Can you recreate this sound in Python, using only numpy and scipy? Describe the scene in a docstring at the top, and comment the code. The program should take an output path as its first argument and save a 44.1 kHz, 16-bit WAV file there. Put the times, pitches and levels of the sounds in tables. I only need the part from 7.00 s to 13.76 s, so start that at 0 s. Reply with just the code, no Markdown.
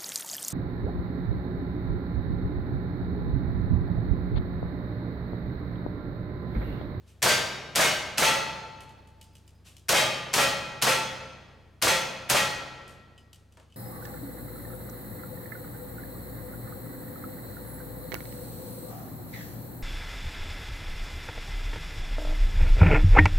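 """Eight black-powder shots from a lever-action rifle in a long concrete indoor range.
Each blast fills the hall; a moment later the bullet slaps a hanging steel plate, which rings on,
and fragments set a neighbouring plate ringing. The rifle's steel parts slide and click, a spent
brass case tinkles on the floor, and the bench is knocked twice. Ventilation hums underneath,
and a limiter (an automatic volume control) flattens every bang."""
import sys
import numpy as np
from scipy import signal
from scipy.io import wavfile
from scipy.ndimage import uniform_filter1d

SR = 44100
rng = np.random.default_rng(int(sys.argv[2]) if len(sys.argv) > 2 else 0)


def master(y):
    """Save y as 16-bit WAV."""
    cut = np.clip(np.atleast_2d(y).T, -1, 1)
    pcm = np.round(cut * 32767)  # scale
    wavfile.write(sys.argv[1], SR, pcm.astype(np.int16))


N = 298116
TIME = np.arange(N) / SR
BAND_EDGES_HZ = np.geomspace(25, 18000, 21)

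# Levels are relative. A "t60" is the time to fade by 60 dB; a "mode" is a tone an object rings at.
# how the hall's echo dies away: (frequency [Hz], early t60 [s], late t60 [s])
HALL_DECAY = [(50, 0.99, 3.8), (151, 0.98, 2.77), (510, 0.54, 1.66), (1870, 0.44, 1.255),
              (4450, 0.57, 1.166), (7850, 0.43, 0.68), (12300, 0.29, 0.51), (15930, 0.64, .3)]
# low tones between floor, ceiling and walls: (frequency [Hz], level [dB], t60 [s])
BOOM_MODES = [(131, -41.5, 2.12), (159.4, -42.5, 1.3), (195, -46, 1.7)]
# stereo width: (frequency [Hz], level of what differs between the ears against what they share [dB])
STEREO_WIDTH = [(40, -10), (130, -19.5), (260, -10), (600, -8), (2000, -9), (8000, -11.5), (10000, -16),
                (12000, -18.5)]
# rush of air: (frequency [Hz], level [dB])
AIR_SPECTRUM = [(15, -36), (25, -12.5), (84, -30.5), (149, -9.5), (427, -20.5), (962, -29), (4490, -37.5),
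                (4870, -31), (5430, -40.5), (16000, -51)]
# hum of the fans: (frequency [Hz], level [dB], phase between the ears [rad])
FAN_TONES = [(27, -76.5, .5), (70, -60, .4), (97, -60, 0.3), (143, -72.5, 0.52)]
# dull knocks on the firing bench: (time [s], level [dB])
BENCH_KNOCKS = [(6.571, -48), (6.598, -51.5)]
# thud of a knock: (frequency [Hz], level [dB])
KNOCK_SPECTRUM = [(30, -17), (200, -1), (500, 3.5), (1100, 0.5), (1800, -6), (2800, -7), (5000, -15),
                  (9000, -14), (16000, -43)]
# hollow ring of the bench top: (frequency [Hz], level [dB], t60 [s])
BENCH_TOP_MODES = [(635, -7, 0.21), (943, -3, 0.17), (1760, -11, .15)]
# a spent case skitters on the floor: (time [s], length [s], level [dB])
CASE_DROPS = [(2.22, .6, -72)]
# ring of a brass case: (frequency [Hz], level [dB], t60 [s])
BRASS_MODES = [(4980, 0, .35), (11100, -7, .25), (15300, -2, .12)]
# lever and bolt slide: (time [s], length [s], level [dB])
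LEVER_SLIDES = [(0.06, 0.037, -63), (2.643, 0.042, -54.5), (5.868, 0.054, -62)]
# lever, bolt and hammer make contact: (time [s], level [dB], hardness as treble boost [dB])
STEEL_CLICKS = [(1.8055, -56, 10), (1.8924, -60, 4), (2.073, -61.5, 3.5), (2.2123, -50.5, 5),
                (2.353, -56, 6.5), (2.4777, -62.5, 9), (2.7666, -54.5, 7), (5.8785, -59.5, 11),
                (6.1787, -52, -6), (6.3304, -52, 4.5), (6.523, -62.5, 4.5), (6.701, -66.5, -3),
                (6.723, -59, -8), (6.742, -69, 8)]
# steel rubbing or snapping on steel: (frequency [Hz], level [dB])
STEEL_SPECTRUM = [(30, -7), (1000, -8), (2300, -8.5), (3000, 0), (4000, -5.5), (7500, -6), (10000, -7),
                  (16000, -32.5)]
# ring of the rifle's steel body and its cases: (frequency [Hz], level [dB], t60 [s])
RIFLE_MODES = [(2600, -8, .06), (2950, -4, .11), (3120, -7, .06), (4980, -21, .5), (7400, -11, .03),
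               (11100, -37, .25), (15300, -24, .1)]
# ring of each steel target, by name: (frequency [Hz], level [dB], t60 [s])
PLATE_MODES = { "first square": [(610, -2, 1.2), (629, -2, 1.2), (1571, 6, 1.1), (2162, 0, 1.1),
               (2950, -2, 1.1), (3748, -2, 1.3), (4686, 3, 1.2), (5598, 1, 1.2), (6815, 0, .7),
               (7690, -11, .8), (7860, -10, .8)], "second square": [(612, -3, 1.1), (632, -3, 1.1),
               (1563, 1, 1.2), (2159, 4, 1.1), (2926, 0, 1.2), (3682, -1, 1.2), (4532, -4, 1.1),
               (5589, -3, 1.1), (6589, 0, 1.0), (7525, -12, .8)], "right": [(545, -2, 1.3), (880, 6, 2.05),
               (1343, 5, 1.5), (1947, 3, 1.3), (2590, 1, 1.6), (2622, -2, 1.4), (3340, -2, 1.4),
               (3940, -4, 1.0), (4263, 0, 1.5), (5189, -4, 1.2), (6330, -3, 1.2)], "large": [(549, 2, 1.1),
               (625, 0, 1.2), (850, 0, 1.2), (1205, 4, 1.2), (1896, -1, 1.4), (2145, 3, 1.1),
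               (2502, 1, 1.3), (2691, -4, 1.1), (3123, 4, 1.3), (3316, -1, 1.1), (3832, 1, 1.1),
               (4575, -3, 1.1), (5372, -4, 1.2)], "left": [(551, 1, 1.4), (848, 2.5, 1.2), (1342, 4.5, 1.7),
               (1636, -3, 1.1), (1904, 5, 1.7), (2499, 4, 1.3), (3143, -4, 1.4), (3362, -3, 1.4),
               (4166, -6, 1.2), (4263, -2, 1.2), (5050, -6, 1.1), (7450, -11, .7)], "outer": [(528, 3, 1.2),
               (882, 3, 1.0), (1344, 2, 1.6), (1906, -1, 1.5), (2153, -5, 1.1), (2594, 1, 1.2),
               (3337, -1, 1.3), (4166, -6, 1.3), (5189, -4, 1.3), (6201, -1, 1.1), (8580, -13, .9)],
               "inner": [(530, 1, 1.2), (880, 0, 1.2), (1369, 0, 1.2), (1908, 4, 1.0), (1948, -3, 1.0),
               (2497, -2, 1.4), (2614, -4, 1.4), (3345, 2, 1.2), (3434, -5, 1.0), (4177, 0, 1.1),
               (5049, -8, 1.1), (6190, -2, .9)]}
# name of the plate that is hit -> name of the plate that catches the fragments
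NEIGHBOUR_PLATE = {"first square": "second square", "second square": "first square", "right": "large",
                   "large": "outer", "left": "large", "outer": "inner", "inner": "outer"}
# crash of a bullet on steel, also used for the muzzle's crack: (frequency [Hz], level [dB])
CRASH_SPECTRUM = [(30, -32.5), (250, -21), (520, 1.5), (900, -2), (1500, 0.5), (2500, 2), (4000, -6),
                  (7000, -6.5), (11000, -11.5), (16000, -30)]
# hollow smack of a plate as it jumps: (frequency [Hz], level [dB])
SMACK_SPECTRUM = [(30, -41.5), (250, -13.5), (480, -6), (620, 0), (900, -9.5), (1400, -6.5), (2500, -14.5),
                  (5000, -26), (16000, -39)]
# bang of the powder: (frequency [Hz], level [dB])
BLAST_SPECTRUM = [(30, -8.5), (70, -5.5), (140, -0.5), (350, -0.5), (700, 4.5), (1500, 0.5), (3000, 0),
                  (4500, -1.5), (6500, -1.5), (9000, -6), (12000, -7), (16000, -20)]
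# the shots: (time [s], blast level [dB], delay for the bullet to fly out and its sound to return [s],
# hit level [dB], plate name, level of the fragments on its neighbour [dB])
RIFLE_SHOTS = [(0.2261, 1.5, .032, 3, "first square", -25.5),
               (0.7578, 0, 0.034, 3.5, "second square", -13.5), (1.1809, 1, 0.038, 2, "right", -9.5),
               (2.8906, 1, 0.038, 3, "large", -15), (3.3380, 1.5, 0.039, 0, "left", -5),
               (3.8223, -1, .042, 0, "outer", -3), (4.823, .5, 0.044, 0.1, "inner", -3.5),
               (5.2984, 0, 0.045, -1, "left", -12)]


def from_db(db):
    """Turn decibels into a number to multiply a sound by."""
    return 10 ** (np.asarray(db) / 20)


def at_hz(table, hz, column=1):
    """Read a table at any frequency, blending between rows on a scale of octaves."""
    rows = np.array(table)
    return np.interp(np.log(hz), np.log(rows[:, 0]), rows[:, column])


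def fade(t, t60):
    """A natural fade that is 60 dB down after t60 seconds."""
    return np.exp(-np.log(1000) * t / t60)


def add(out, start_s, sound):
    """Mix a sound into out at its start time."""
    at = round(start_s * SR)
    out[:, at:at + sound.shape[-1]] += sound[..., :max(N - at, 0)]


def noise(spectrum, t, envelope=lambda hz: 1):
    """Stereo noise built from half-octave bands; the envelope lets each band fade in its own way."""
    white, out, power = rng.standard_normal((2, 2, len(t))), 0, 0
    for k, (low, high) in enumerate(zip(BAND_EDGES_HZ, BAND_EDGES_HZ[1:])):
        hz = np.sqrt(low * high)
        band = signal.butter(2, [low, high], "band", fs=SR, output="sos")
        mid, side = signal.sosfilt(band, white[k % 2])
        stereo = mid + from_db(at_hz(STEREO_WIDTH, hz)) * side * [[1], [-1]]
        gain = from_db(at_hz(spectrum, hz))
        out = out + gain * envelope(hz) * stereo
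        power += gain ** 2 * 2 * (high - low) / SR
    return out / np.sqrt(power)


def ring(modes, t):
    """A struck object rings as a sum of fading pure tones."""
    return sum(from_db(db) * fade(t, t60) * np.sin(2 * np.pi * hz * t) for hz, db, t60 in modes)


def scatter(t, rate_hz, size=512):
    """Many reflections add up to a random drift in strength and phase, held as complex numbers."""
    steps = (rng.standard_normal(size) + 1j * rng.standard_normal(size)) / np.sqrt(2)
    return np.interp(t * rate_hz, np.arange(size), steps)


def wavering_ring(modes, diffuse_db, side_db, waver_hz, settle_t60=7.4, size=72000):
    """Ringing heard through the hall: reflections make each tone waver as they arrive."""
    t, out = TIME[:size], 0
    unrest = fade(t, settle_t60)
    for hz, db, t60 in modes:
        mid = from_db(diffuse_db) * scatter(t, waver_hz) * unrest
        side = from_db(side_db) * scatter(t, waver_hz) * [[1], [-1]]
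        tone = np.exp(2j * np.pi * (hz * t + rng.random()))
        out = out + from_db(db) * fade(t, t60) * ((1 + mid + side) * tone).real
    return out


def hall_burst(spectrum, late_db, size=80000):
    """A loud burst in the hall fades quickly near its source, then slowly down the lanes."""
    t = TIME[:size]

    def envelope(hz):
        early = fade(t, at_hz(HALL_DECAY, hz))
        late = from_db(late_db) * fade(t, at_hz(HALL_DECAY, hz, column=2))
        return np.hypot(early, late)
    return noise(spectrum, t, envelope)


def tap(spectrum, t, t60, room_db):
    """A small impact: a short puff of noise with a little of the hall's echo."""
    return noise(spectrum, t, lambda hz: fade(t, t60) + from_db(room_db) * fade(t, at_hz(HALL_DECAY, hz)))


def ventilation(air_db=-64, ease_db_per_s=.5):
    """Fans hum over a soft rush of air, slowly getting quieter."""
    hum = 0
    for hz, db, apart in FAN_TONES:
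        phase = 2 * np.pi * (hz * TIME + rng.random()) + apart * np.array([[.5], [-.5]])
        hum = hum + np.sqrt(2) * from_db(db) * np.sin(phase)
    air = from_db(air_db) * noise(AIR_SPECTRUM, TIME)
    return (hum + air) * from_db(ease_db_per_s * (TIME.mean() - TIME))


def bench_knocks(hollow_db=-6):
    """Short woody bumps make the bench top ring."""
    out, t = np.zeros((2, N)), TIME[:22000]
    for start_s, db in BENCH_KNOCKS:
        add(out, start_s, from_db(db) * tap(KNOCK_SPECTRUM, t, t60=0.016, room_db=-10))
        add(out, start_s, from_db(db + hollow_db) * ring(BENCH_TOP_MODES, t))
    return out


def spent_case(spread_db=3, touches=6):
    """A brass case touches the floor at uneven intervals and tinkles differently each time."""
    out, t = np.zeros((2, N)), TIME[:18000]
    for start_s, length_s, case_db in CASE_DROPS:
        for touch in range(touches):
            modes = [(hz, db + spread_db * rng.standard_normal(), t60) for hz, db, t60 in BRASS_MODES]
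            touch_s = start_s + length_s * (touch + .5 * rng.random()) / touches
            add(out, touch_s, from_db(case_db) * ring(modes, t))
    return out


def lever_slides(rise_s=0.024, t60=.33):
    """Steel rasps on steel as lever and bolt move: each slide swells, holds and dies away."""
    rub = 0
    for start_s, length_s, db in LEVER_SLIDES:
        swell = np.clip((TIME - start_s) / rise_s, 0, 1)
        since_end = np.maximum(TIME - start_s - length_s, 0)
        rub = rub + from_db(db) * swell * fade(since_end, t60)
    return rub * noise(STEEL_SPECTRUM, TIME)


def steel_clicks(treble_hz=4000, clink_loss=.7, echo_s=0.014, echo_db=-6, trip_loss_db=2.5):
    """Steel parts snap home with a short ring; the treble echoes twice between ceiling and floor."""
    out, t = np.zeros((2, N)), TIME[:22000]
    lowpass = signal.butter(1, treble_hz, fs=SR, output="sos")
    for start_s, db, hard_db in STEEL_CLICKS:
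        snap = tap(STEEL_SPECTRUM, t, t60=0.027, room_db=-15)
        clink = wavering_ring(RIFLE_MODES, diffuse_db=-2.5, side_db=-12, waver_hz=60, size=len(t))
        click = snap + from_db(-clink_loss * hard_db) * clink   # hard contacts snap, soft ones clink
        dull = signal.sosfilt(lowpass, click)
        bright = from_db(hard_db) * (click - dull)
        add(out, start_s, from_db(db) * (dull + bright))
        for trip in range(2):
            echo = from_db(db + echo_db - trip_loss_db * trip) * bright
            add(out, start_s + (trip + 1) * echo_s, echo)
    return out


def plate_shimmer(low_hz=3400, high_hz=9500, db_per_octave=-7, count=14):
    """Faint high tones of a plate, different for every point of impact; higher ones die sooner."""
    octaves = rng.random(count) * np.log2(high_hz / low_hz)
    modes = [(low_hz * 2 ** up, db_per_octave * up, 0.56 / (1 + up / 4)) for up in octaves]
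    return ring(modes, TIME[:44000])


def plate_ring(modes, rise_s=0.035, swing_db=4, swing_t60=0.59, db_per_octave=-1.13, hanger_t60=9.8):
    """A struck plate swells, soon loses its first wide swing, then sings on, damped by its hanger."""
    tilted = [(hz, db + db_per_octave * np.log2(hz / 2000), t60) for hz, db, t60 in modes]
    song = wavering_ring(tilted, diffuse_db=2, side_db=-3.5, waver_hz=32.14)
    t = TIME[:song.shape[1]]
    swell = 1 - np.exp(-t / rise_s)
    swing = 1 + from_db(swing_db) * fade(t, swing_t60)
    return song * swell * swing * fade(t, hanger_t60)


def bullet_slap(crash_rise_s=0.019, smack_db=1, smack_t60=0.096, smack_rise_s=0.0034):
    """Lead splashes on steel: the plate jumps with a hollow smack and the crash swells up the hall."""
    crash = hall_burst(CRASH_SPECTRUM, late_db=-11.5)
    out = crash * (1 - np.exp(-TIME[:crash.shape[1]] / crash_rise_s))
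    t = TIME[:SR // 2]
    smack = noise(SMACK_SPECTRUM, t) * fade(t, smack_t60) * (1 - np.exp(-t / smack_rise_s))
    add(out, 0, from_db(smack_db) * smack)
    return out


def muzzle_blast(crack_s, crack_db=-12, bright_hz=1200, bright_t60=0.027, grain_db=-2.5):
    """A brief, thin crack comes first; then the full bang fills the hall."""
    bang = hall_burst(BLAST_SPECTRUM, late_db=-9)
    t = TIME[:bang.shape[1]]
    # the first reflections are bright, separate shock waves that merge into a smooth tail
    highpass = signal.butter(1, bright_hz, "high", fs=SR, output="sos")
    bright = fade(t, bright_t60) * signal.sosfilt(highpass, bang)
    shocks = from_db(grain_db * fade(t, t60=0.94) * scatter(t, rate_hz=2500, size=8192).real)
    crack = from_db(crack_db) * noise(CRASH_SPECTRUM, TIME[:round(crack_s * SR)])
    return np.hstack([crack, shocks * (bang + bright)])


def rifle_shots(crack_s=0.0066, blast_db=-20, slap_db=-17, ring_db=-39, shimmer_db=-46.5, graze_db=-37):
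    """Each blast makes the hall boom, then the plates answer; a harder hit slaps and rings louder."""
    out = np.zeros((2, N))
    for start_s, charge_db, delay_s, hit_db, target, fragments_db in RIFLE_SHOTS:
        add(out, start_s - crack_s, from_db(blast_db + charge_db) * muzzle_blast(crack_s))
        boom = wavering_ring(BOOM_MODES, diffuse_db=-9.5, side_db=-6.5, waver_hz=9)
        add(out, start_s, from_db(charge_db) * boom)
        hit_s = start_s + delay_s
        add(out, hit_s, from_db(slap_db + hit_db) * bullet_slap())
        add(out, hit_s, from_db(ring_db + hit_db) * plate_ring(PLATE_MODES[target]))
        add(out, hit_s, from_db(shimmer_db + hit_db) * plate_shimmer())
        neighbour = plate_ring(PLATE_MODES[NEIGHBOUR_PLATE[target]])
        add(out, hit_s, from_db(graze_db + fragments_db) * neighbour)
    return out


def scene():
    """All the sounds together, a little louder on the left."""
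    mix = rifle_shots() + steel_clicks() + lever_slides() + spent_case() + bench_knocks() + ventilation()
    return mix * from_db([[.3], [-.3]])


def record(dry, limit_db=-18, release_db_per_s=110, ceiling=0.33, cutoff_hz=16100):
    """A limiter turns loud moments down and recovers; peaks are rounded and the highest treble is cut."""
    power = uniform_filter1d(np.mean(dry ** 2, axis=0), size=130)
    level_db = 10 * np.log10(np.maximum(power, 1e-12))
    over_db = np.maximum(level_db - limit_db, 0)
    # the volume drops at once, then climbs back at a steady rate
    recovery_db = release_db_per_s * TIME
    duck_db = np.maximum.accumulate(over_db + recovery_db) - recovery_db
    rounded = ceiling * np.tanh(dry * from_db(-duck_db) / ceiling)
    lowpass = signal.ellip(12, .1, 80, cutoff_hz, fs=SR, output="sos")
    return signal.sosfilt(lowpass, rounded)


dry = scene()
out = record(dry)
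master(out)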